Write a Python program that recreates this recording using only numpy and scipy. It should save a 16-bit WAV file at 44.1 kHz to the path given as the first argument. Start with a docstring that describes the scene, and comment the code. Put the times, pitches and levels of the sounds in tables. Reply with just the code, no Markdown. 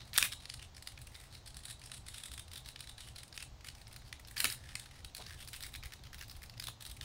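"""A small lizard shoves and bites brittle prey along a concrete step at night.
It first thrashes: hard fracture bursts, grit scraping and dull bumps; loose snaps follow, then a run of nips.
Each nip is a crunch, a rub and a second crunch. A second thrash comes past 4 s, then more snaps and nips.
Noise taps add a short bright tail throughout, over filtered-noise wind rumble, a few deep puffs and hiss."""
import sys
import numpy as np
from scipy import signal
from scipy.fft import rfft, irfft, next_fast_len
from scipy.io import wavfile
from scipy.ndimage import uniform_filter1d

SR = 44100
rng = np.random.default_rng(int(sys.argv[2]) if len(sys.argv) > 2 else 0)


def store_wav(level_fs):
    """Save 16-bit WAV to argv[1]."""
    pcm = np.round(np.clip(np.atleast_2d(level_fs), -1, 1) * 32767)
    wavfile.write(sys.argv[1], SR, pcm.T.astype(np.int16))


N = 310464  # samples

# Nips of the jaws. 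Each row: strike in seconds, grip in seconds, strike level in dB, release level in dB
# (both before a common trim), pitch in Hz of the piece that gives.
NIPS = [(.596, 0.031, -46.5, -46.5, 2800), (.749, .019, -54, -48.5, 5030), (1.462, .016, -50, -51.5, 4270),
        (1.546, 0.024, -50.5, -46.5, 4250), (1.637, .018, -51.5, -42.5, 3980),
        (1.685, 0.025, -49, -45.5, 3800), (1.84, 0.021, -50, -50.5, 5200),
        (1.918, 0.027, -40.5, -49.5, 3960), (2.067, .019, -49.5, -44, 4000),
        (2.145, 0.039, -43.5, -47, 3600), (2.237, 0.022, -40.5, -46.5, 3600),
        (2.318, 0.021, -45, -46.5, 3800), (2.379, 0.017, -42.5, -46, 3460),
        (2.517, 0.019, -47.5, -46.5, 3700), (2.559, 0.02, -41.5, -45, 3680), (2.661, 0.027, -46, -43, 4000),
        (2.794, 0.013, -51, -41.5, 4020), (2.874, .022, -46.5, -46, 3800), (2.982, .025, -45.5, -46, 3850),
        (3.162, 0.023, -44, -45.5, 4100), (3.405, 0.022, -44, -41.5, 2700),
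        (3.647, 0.024, -45.5, -48.5, 2100), (5.15, 0.019, -40, -47, 4300), (5.477, 0.01, -46, -49.5, 4500),
        (5.533, 0.031, -43, -49, 2550), (5.608, .019, -44.5, -44, 3900), (5.637, .029, -40, -46, 2080),
        (5.741, 0.019, -43, -44.5, 3770), (5.837, 0.021, -43.5, -45, 2150), (5.923, 0.014, -46, -44, 1880),
        (6.132, 0.014, -46, -44.5, 1830), (6.212, .014, -40, -46.5, 1650), (6.298, 0.016, -45, -47, 4970),
        (6.421, 0.017, -50, -48.5, 2160), (6.625, 0.016, -44, -40.5, 4060),
        (6.671, 0.014, -36.5, -43, 3600), (6.81, 0.015, -47, -47, 3820), (6.853, .013, -43, -46, 3900),
        (6.9, 0.015, -48, -48, 3680)]
# Single snaps of shell. Each row: peak in seconds, level in dB before the same trim, pitch in Hz,
# fizz in dB over the body.
SNAPS = [(.1335, -38, 3940, -11), (0.1791, -19.5, 3700, 4.5), (0.1843, -18.5, 1800, -1.5),
         (0.2272, -17.5, 2360, -5), (0.456, -40.5, 4850, -7.5), (.5, -35, 4860, -6.5),
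         (0.541, -41.5, 4420, 0.5), (0.826, -47.5, 4140, -1), (0.8741, -36.5, 4550, -3.5),
         (.977, -45, 2440, -14), (1.072, -50, 2660, 0), (1.153, -45, 3870, -12), (1.818, -51, 2500, -4),
         (2.761, -40.5, 3340, -13), (3.234, -48, 3800, 1), (3.328, -45.5, 4700, -12),
         (3.3777, -35.5, 2660, -7.5), (3.687, -39.5, 4400, -5.5), (3.752, -52, 5300, -5),
         (3.871, -48.5, 5300, -18), (3.964, -46, 3900, -1.5), (4.128, -36.5, 2140, -8.5),
         (4.25, -49, 5300, -16), (4.285, -49, 4000, -4.5), (4.4035, -24, 3900, -1.5),
         (4.4442, -22, 2750, -0.5), (4.5011, -34.5, 4600, -3), (4.525, -41.5, 5000, 5),
         (4.692, -48, 3100, -8), (4.755, -32, 2170, -3), (4.798, -43.5, 3860, 1), (4.859, -51.5, 4070, -4),
         (5.0478, -41, 4050, -3.5), (5.266, -41.5, 4770, -11), (5.752, -40, 2200, -14),
         (6.0383, -50.5, 4230, -8), (6.498, -45, 4650, -10), (6.579, -49, 5170, -10),
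         (6.5992, -34, 4600, -8), (7.012, -37, 3330, -11.5)]
# Fizz of the nips, rising and falling over time, before the strike and release offsets.
# Each row: time in seconds, fizz in dB over the body.
CRISPNESS = [(.6, -5.5), (1.6, 0.5), (2.3, 1.5), (2.6, -3), (3.3, -3), (5.5, 1), (6, -10), (6.9, -1)]
# Rubs and drawn-out dull crunches of the prey. Each row: middle in seconds, level in dB before a trim,
# length in seconds, fizz in dB over the body.
RUBS = [(.01, -56.5, 0.028, -14), (.075, -66.5, 0.034, -2.5), (0.161, -39, 0.0088, -13),
        (0.21, -40.5, 0.0073, -14), (0.328, -44, 0.011, -3.5), (0.419, -60, 0.021, -3),
        (1.02, -62, 0.014, 3.5), (1.195, -63.5, 0.085, -0.5), (1.353, -58.5, 0.04, -5),
        (1.71, -57, 0.027, 4), (1.975, -61.5, 0.013, 5), (2.157, -62.5, 0.089, 0), (3.057, -61, 0.063, -1),
        (3.361, -60.5, 0.014, 4), (3.791, -67, 0.035, -2), (3.92, -61.5, 0.011, -6), (4.068, -65, .03, -5),
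        (4.313, -61, 0.014, 2), (4.371, -42.5, 0.006, -15), (4.384, -40.5, 0.0073, -8),
        (4.456, -33.5, 0.0075, -7.5), (4.7, -64.5, .22, -4), (4.967, -64, 0.049, -5),
        (5.215, -56, 0.031, -9), (5.308, -57, .06, -6), (5.411, -55.5, 0.031, -3), (5.542, -51, 0.014, -6),
        (5.649, -61, 0.028, -4), (5.836, -52.5, 0.0098, -17), (6.064, -60.5, .02, -12),
        (7.03, -55, 0.018, -3)]
# Treble let out as the head turns to the step and away. Each row: time in seconds, gain in dB.
FACING = [(.25, -1), (.5, -10), (1.1, -1), (1.5, -7), (2, -11), (2.6, -1.5), (2.95, -8), (4.4, 2.5),
          (4.7, -6), (6.2, 5.5), (7, -0.5)]
# Scraping while the lizard thrashes, one list a bout. Each row: time in seconds, level in dB.
SCUFFLES = [
    [(.14, -44), (.16, -50), (.2, -45), (.22, -45), (.24, -36), (.257, -35.5), (.29, -60)],
    [(4.362, -50), (4.385, -45.5), (4.413, -38), (4.432, -51), (4.455, -39), (4.483, -52), (4.515, -44.5),
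     (4.55, -52.5)],
]
# Body and prey bumping the ground. Each row: peak of the push in seconds, level in dB, nominal length in seconds,
# pitch in Hz.
BUMPS = [(0.179, -34.5, 0.0036, 1130), (0.226, -43, 0.004, 1300), (4.446, -47.5, 0.0056, 240),
         (4.451, -47.5, 0.018, 700), (5.209, -55.5, 0.037, 670), (6.686, -46.5, 0.0074, 1270)]
# Puffs of wind on the microphone. Each row: peak in seconds, level in dB.
PUFFS = [(1.575, -50.5), (2.325, -47.5), (5.855, -44), (6.37, -45)]
# Filter shapes of shell, breaking edges, grit, wind, hiss and tail; overall level is set elsewhere.
# Each row: frequency in Hz, relative gain in dB.
SHELL_SHAPE = [(150, -10.5), (500, -24), (850, -13), (1250, -2.5), (1750, 1.5), (2700, 0), (4000, 1),
               (5300, 1.5), (6200, -5), (7200, -7.5), (9000, -34.5)]
EDGE_SHAPE = [(4500, -52), (6800, -9), (8200, 2), (9800, 1.5), (11200, -3), (13000, -6), (16000, -4)]
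GRIT_SHAPE = [(200, -23.5), (600, -18.5), (1100, -11), (1750, -1.5), (2700, -5), (4200, -8.5), (5400, -10),
              (6400, -18), (8400, -6), (12000, -7.5), (16000, -11)]
RUMBLE_SHAPE = [(8, -15), (21, -4.5), (40, -5.5), (64, 1), (74, -7.5), (81, 3), (93, -10), (110, -0.5),
                (130, -2.5), (143, -15), (200, -18), (400, -29.5), (1000, -77)]
HISS_SHAPE = [(60, 8), (300, 1), (430, 0), (780, 4), (1150, -1), (1600, -4.5), (2600, -6.5), (4200, -4.5),
              (6500, -8), (10000, -23), (16000, -20)]
TAIL_SHAPE = [(200, 8), (900, -0.5), (1700, -4), (2700, 0.5), (3300, -2), (3800, 3.5), (4700, -6.5),
              (7000, 6), (8700, 4), (10500, 3.5), (13000, 0.5), (16000, 4.5)]
# Decay of the tail. Each row: frequency in Hz, time in seconds to fall 60 dB.
TAIL_DECAY = [(300, 0.13), (1800, 0.093), (4000, 0.19), (9000, 0.12), (15000, 0.093)]

STRIKE_FIZZ_DB, RELEASE_FIZZ_DB = -2, 2.5  # added to CRISPNESS
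GRIP_DB, GRIP_SHARE, GRIP_FIZZ_DB = -12.5, 1.2, 0  # level re mean crunch, length re grip, fizz re CRISPNESS
BAND_LIMIT_HZ = 15800


def amp(db):
    """Decibels to amplitude."""
    return 10 ** (np.asarray(db) / 20)


def unit(x):
    """Scale to an RMS of 1."""
    return x / np.sqrt(np.mean(x ** 2) + 1e-20)


def track(points, t_s):
    """Interpolate a table linearly over time."""
    return np.interp(t_s, *np.transpose(points))


def read(points, hz):
    """Interpolate a table on a log-frequency axis."""
    f_hz, value = np.transpose(points)
    return np.interp(np.log(hz + 1), np.log(f_hz + 1), value)


def add(mix, start_s, sound):
    """Mix a sound in place, cut at the end of the mix."""
    part = mix[max(round(start_s * SR), 0):][:len(sound)]
    part += sound[:len(part)]


def colour(x, shape, ring_hz=1000, ring_db=0, ring_share=.1):
    """Minimum-phase filter: a shape plus one resonance, so that clicks start sharply and ring out."""
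    size = 2 * next_fast_len(len(x))
    hz = np.fft.rfftfreq(size, 1 / SR)
    detune = (hz - ring_hz) / (ring_share * ring_hz)
    ring = 1 + (amp(ring_db) - 1) / (1 + detune ** 2)
    cepstrum = irfft(np.log(amp(read(shape, hz)) * ring))
    # folding the cepstrum makes the filter causal
    cepstrum[1:size // 2] *= 2
    cepstrum[size // 2 + 1:] = 0
    return irfft(rfft(x, size) * np.exp(rfft(cepstrum)))[:len(x)]


def fractures(per_s, spread_db, size):
    """Sparse impulses of either sign; sizes are exponential in dB, so most are small and a few large."""
    chance, sign, strength = rng.random((3, size))
    size_db = spread_db * np.minimum(-np.log(1 - strength), 3.5)
    return (chance < per_s / SR) * np.sign(sign - .5) * amp(size_db)


def swell(t_s, length_s, rise, fall):
    """Stress grows exponentially to a peak at t = 0 and dies away; rise and fall are shares of the length."""
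    return np.exp(np.where(t_s < 0, t_s / (rise * length_s), -t_s / (fall * length_s)))


def bites(trim_db=-1.67):
    """Each nip crunches twice, dull as the jaws strike, crisp as they let go; single pieces snap too."""
    blows = list(SNAPS)
    for s, grip_s, strike_db, release_db, hz in NIPS:
        crisp_db = track(CRISPNESS, s)
        blows.append((s, strike_db, hz, crisp_db + STRIKE_FIZZ_DB))
        blows.append((s + grip_s, release_db, hz, crisp_db + RELEASE_FIZZ_DB))
    out = np.zeros(N)
    for s, db, hz, fizz_db in blows:
        lead_s, sound = crunch(db + trim_db, hz, fizz_db)
        add(out, s - lead_s, sound)
    return out


def crunch(db, hz, fizz_db, size=2048):
    """A cluster of fractures rings one piece of shell; the breaking edges fizz above it."""
    lead_s = .012
    # hard snaps are brief, fizzy ones drawn out
    length_s = 0.0042 * np.exp(0.022 * fizz_db - 0.032 * (db + 47.5))
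    t_s = np.arange(size) / SR - lead_s
    snaps = swell(t_s + 0.22 * length_s, length_s, rise=0.25, fall=0.88)
    snaps = snaps * fractures(per_s=6800, spread_db=5.0, size=size)
    splinters = swell(t_s + 0.16 * length_s, length_s, rise=0.31, fall=0.63)
    splinters = splinters * fractures(per_s=13000, spread_db=1.0, size=size)
    body = unit(colour(snaps, SHELL_SHAPE, ring_hz=hz, ring_db=9.0, ring_share=0.11))
    edge_hz = rng.uniform(9100, 13000)
    fizz = unit(colour(splinters, EDGE_SHAPE, ring_hz=edge_hz, ring_db=1, ring_share=0.122))
    level = amp(db) * np.sqrt(length_s * SR / size)  # energy follows length
    return lead_s, level * (body + amp(fizz_db) * fizz)


def crumbs(level_db=-58, fizz_db=-5, spread_db=5, early_s=.04, late_s=0.076, count=130):
    """Claws and flakes tick faintly, as small crunches at random around the nips and snaps."""
    out = np.zeros(N)
    moves_s = [row[0] for row in NIPS + SNAPS]
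    for move, delay, size, piece, edge in rng.random((count, 5)):
        tick_db = level_db + spread_db * (2 * size - 1)
        lead_s, tick = crunch(tick_db, 1600 + 3600 * piece, fizz_db + 14 * (edge - .5))
        s = moves_s[int(move * len(moves_s))] - early_s + delay * (early_s + late_s)
        add(out, s - lead_s, tick)
    return out


def rustle(trim_db=3.5):
    """The prey rubs or crunches dully at listed times, and rubs in the jaws around the end of every grip."""
    out = np.zeros(N)
    for s, db, length_s, fizz_db in RUBS:
        add(out, *rub(s, db + trim_db, length_s, fizz_db, rng.uniform(1700, 4710)))
    for s, grip_s, strike_db, release_db, hz in NIPS:
        grip_db = (strike_db + release_db) / 2 + GRIP_DB
        fizz_db = track(CRISPNESS, s) + GRIP_FIZZ_DB
        add(out, *rub(s + grip_s, grip_db, GRIP_SHARE * grip_s, fizz_db, hz))
    return out


def rub(s, db, length_s, fizz_db, hz, clump_db=5.0, size=16384):
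    """A spindle of fine grains that catch and slip in clumps, ringing one piece of shell."""
    t_s = (np.arange(size) - size // 2) / SR
    clumps = amp(clump_db * unit(uniform_filter1d(rng.standard_normal(size), size=260)))
    spindle = np.exp(-np.pi / 2 * (t_s / length_s) ** 2)
    grains = fractures(per_s=9900, spread_db=5.0, size=size) * clumps * spindle
    body = unit(colour(grains, SHELL_SHAPE, ring_hz=hz, ring_db=9.0, ring_share=0.097))
    fizz = unit(colour(grains, EDGE_SHAPE))
    sound = amp(db) * np.sqrt(length_s * SR / size) * (body + amp(fizz_db) * fizz)
    return s + t_s[0], sound[s + t_s >= 0]  # drop what falls before time zero


def shade(x):
    """The lizard's head and the step shadow the shortest waves: a moving gain above 11.5 kHz."""
    top = signal.oaconvolve(x, signal.firwin(31, 11500, pass_zero=False, fs=SR), "same")
    return x + top * (amp(track(FACING, np.arange(N) / SR)) - 1)


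def scuffle():
    """Scales and prey drag over grit: dense grains under each stroke."""
    t_s = np.arange(N) / SR
    force = np.zeros(N)
    for bout in SCUFFLES:
        force += amp(np.interp(t_s, *np.transpose(bout), left=-140, right=-140))
    return force * unit(colour(fractures(per_s=5200, spread_db=2.5, size=N), GRIT_SHAPE))


def bumps(size=8192):
    """Soft, dull knocks: a swell of noise through one broad, heavily damped resonance."""
    out = np.zeros(N)
    t_s = (np.arange(size) - size // 2) / SR
    for s, db, length_s, hz in BUMPS:
        push = rng.standard_normal(size) * swell(t_s, length_s, rise=0.44, fall=0.25)
        thud = colour(push, [(hz / 8, -20), (hz / 2, -9), (hz, 0), (2 * hz, -11), (8 * hz, -50)])
        add(out, s + t_s[0], amp(db) * np.sqrt(length_s * SR / size) * unit(thud))
    return out


def bright_tail(x, wet_db=-7.5, build_s=0.0068, count=3):
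    """A short bright tail holds briefly, then falls ever faster; tails crossfade steadily."""
    out = np.zeros(N)
    for k in range(count):
        taps = rng.standard_normal(SR) * (rng.random(SR) < 5000 / SR)
        hz, t_s, z = signal.stft(taps, SR, nperseg=256)
        fade_db = 60 * (t_s / read(TAIL_DECAY, hz)[:, None]) ** 1.7
        z = z * amp(read(TAIL_SHAPE, hz)[:, None] - fade_db)
        tail = signal.istft(z, SR, nperseg=256)[1][:SR]
        tail = tail * (1 - np.exp(-np.arange(SR) / SR / build_s))
        # squares of the shares sum to 1
        share = np.sqrt(2 / count) * np.cos(np.pi * (2 * np.arange(N) / SR + k / count))
        out += signal.oaconvolve(x * share, tail / np.linalg.norm(tail))[:N]
    return amp(wet_db) * out


def night(rumble_db=-56.0, hiss_db=-63.5, gust_db=1.6, growth_db=2.5, puff_s=0.019):
    """Wind rumbles in gusts (2-9 Hz sines) and a few deep puffs over a faint even hiss."""
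    t_s = np.arange(N) / SR
    gusts = np.zeros(N)
    for f_hz in np.geomspace(2, 9, 20):
        gusts += np.sin(2 * np.pi * (f_hz * t_s + rng.random())) / np.sqrt(f_hz)
    wind_db = rumble_db + gust_db * unit(gusts) + growth_db * (t_s / t_s[-1] - .5)
    rumble = amp(wind_db) * unit(colour(rng.standard_normal(N), RUMBLE_SHAPE))
    push = sum(amp(db) * np.exp(-((t_s - s) / puff_s) ** 2) for s, db in PUFFS)
    puffs = push * unit(colour(rng.standard_normal(N), [(10, -17.0), (60, 13), (400, -56.0)]))
    hiss = amp(hiss_db) * unit(colour(rng.standard_normal(N), HISS_SHAPE))
    return rumble + puffs + hiss


def scene():
    """Lizard and prey, their bright tail, and the night, as one channel."""
    lizard = shade(bites() + crumbs() + rustle()) + scuffle() + bumps()
    return (lizard + bright_tail(lizard) + night())[None]


def record(dry):
    """The recorder's band limit: a steep linear-phase low-pass."""
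    low_pass = signal.firwin(511, BAND_LIMIT_HZ, window=("kaiser", 9), fs=SR)
    return signal.oaconvolve(dry, low_pass[None], "same")


dry = scene()
out = record(dry)
store_wav(out)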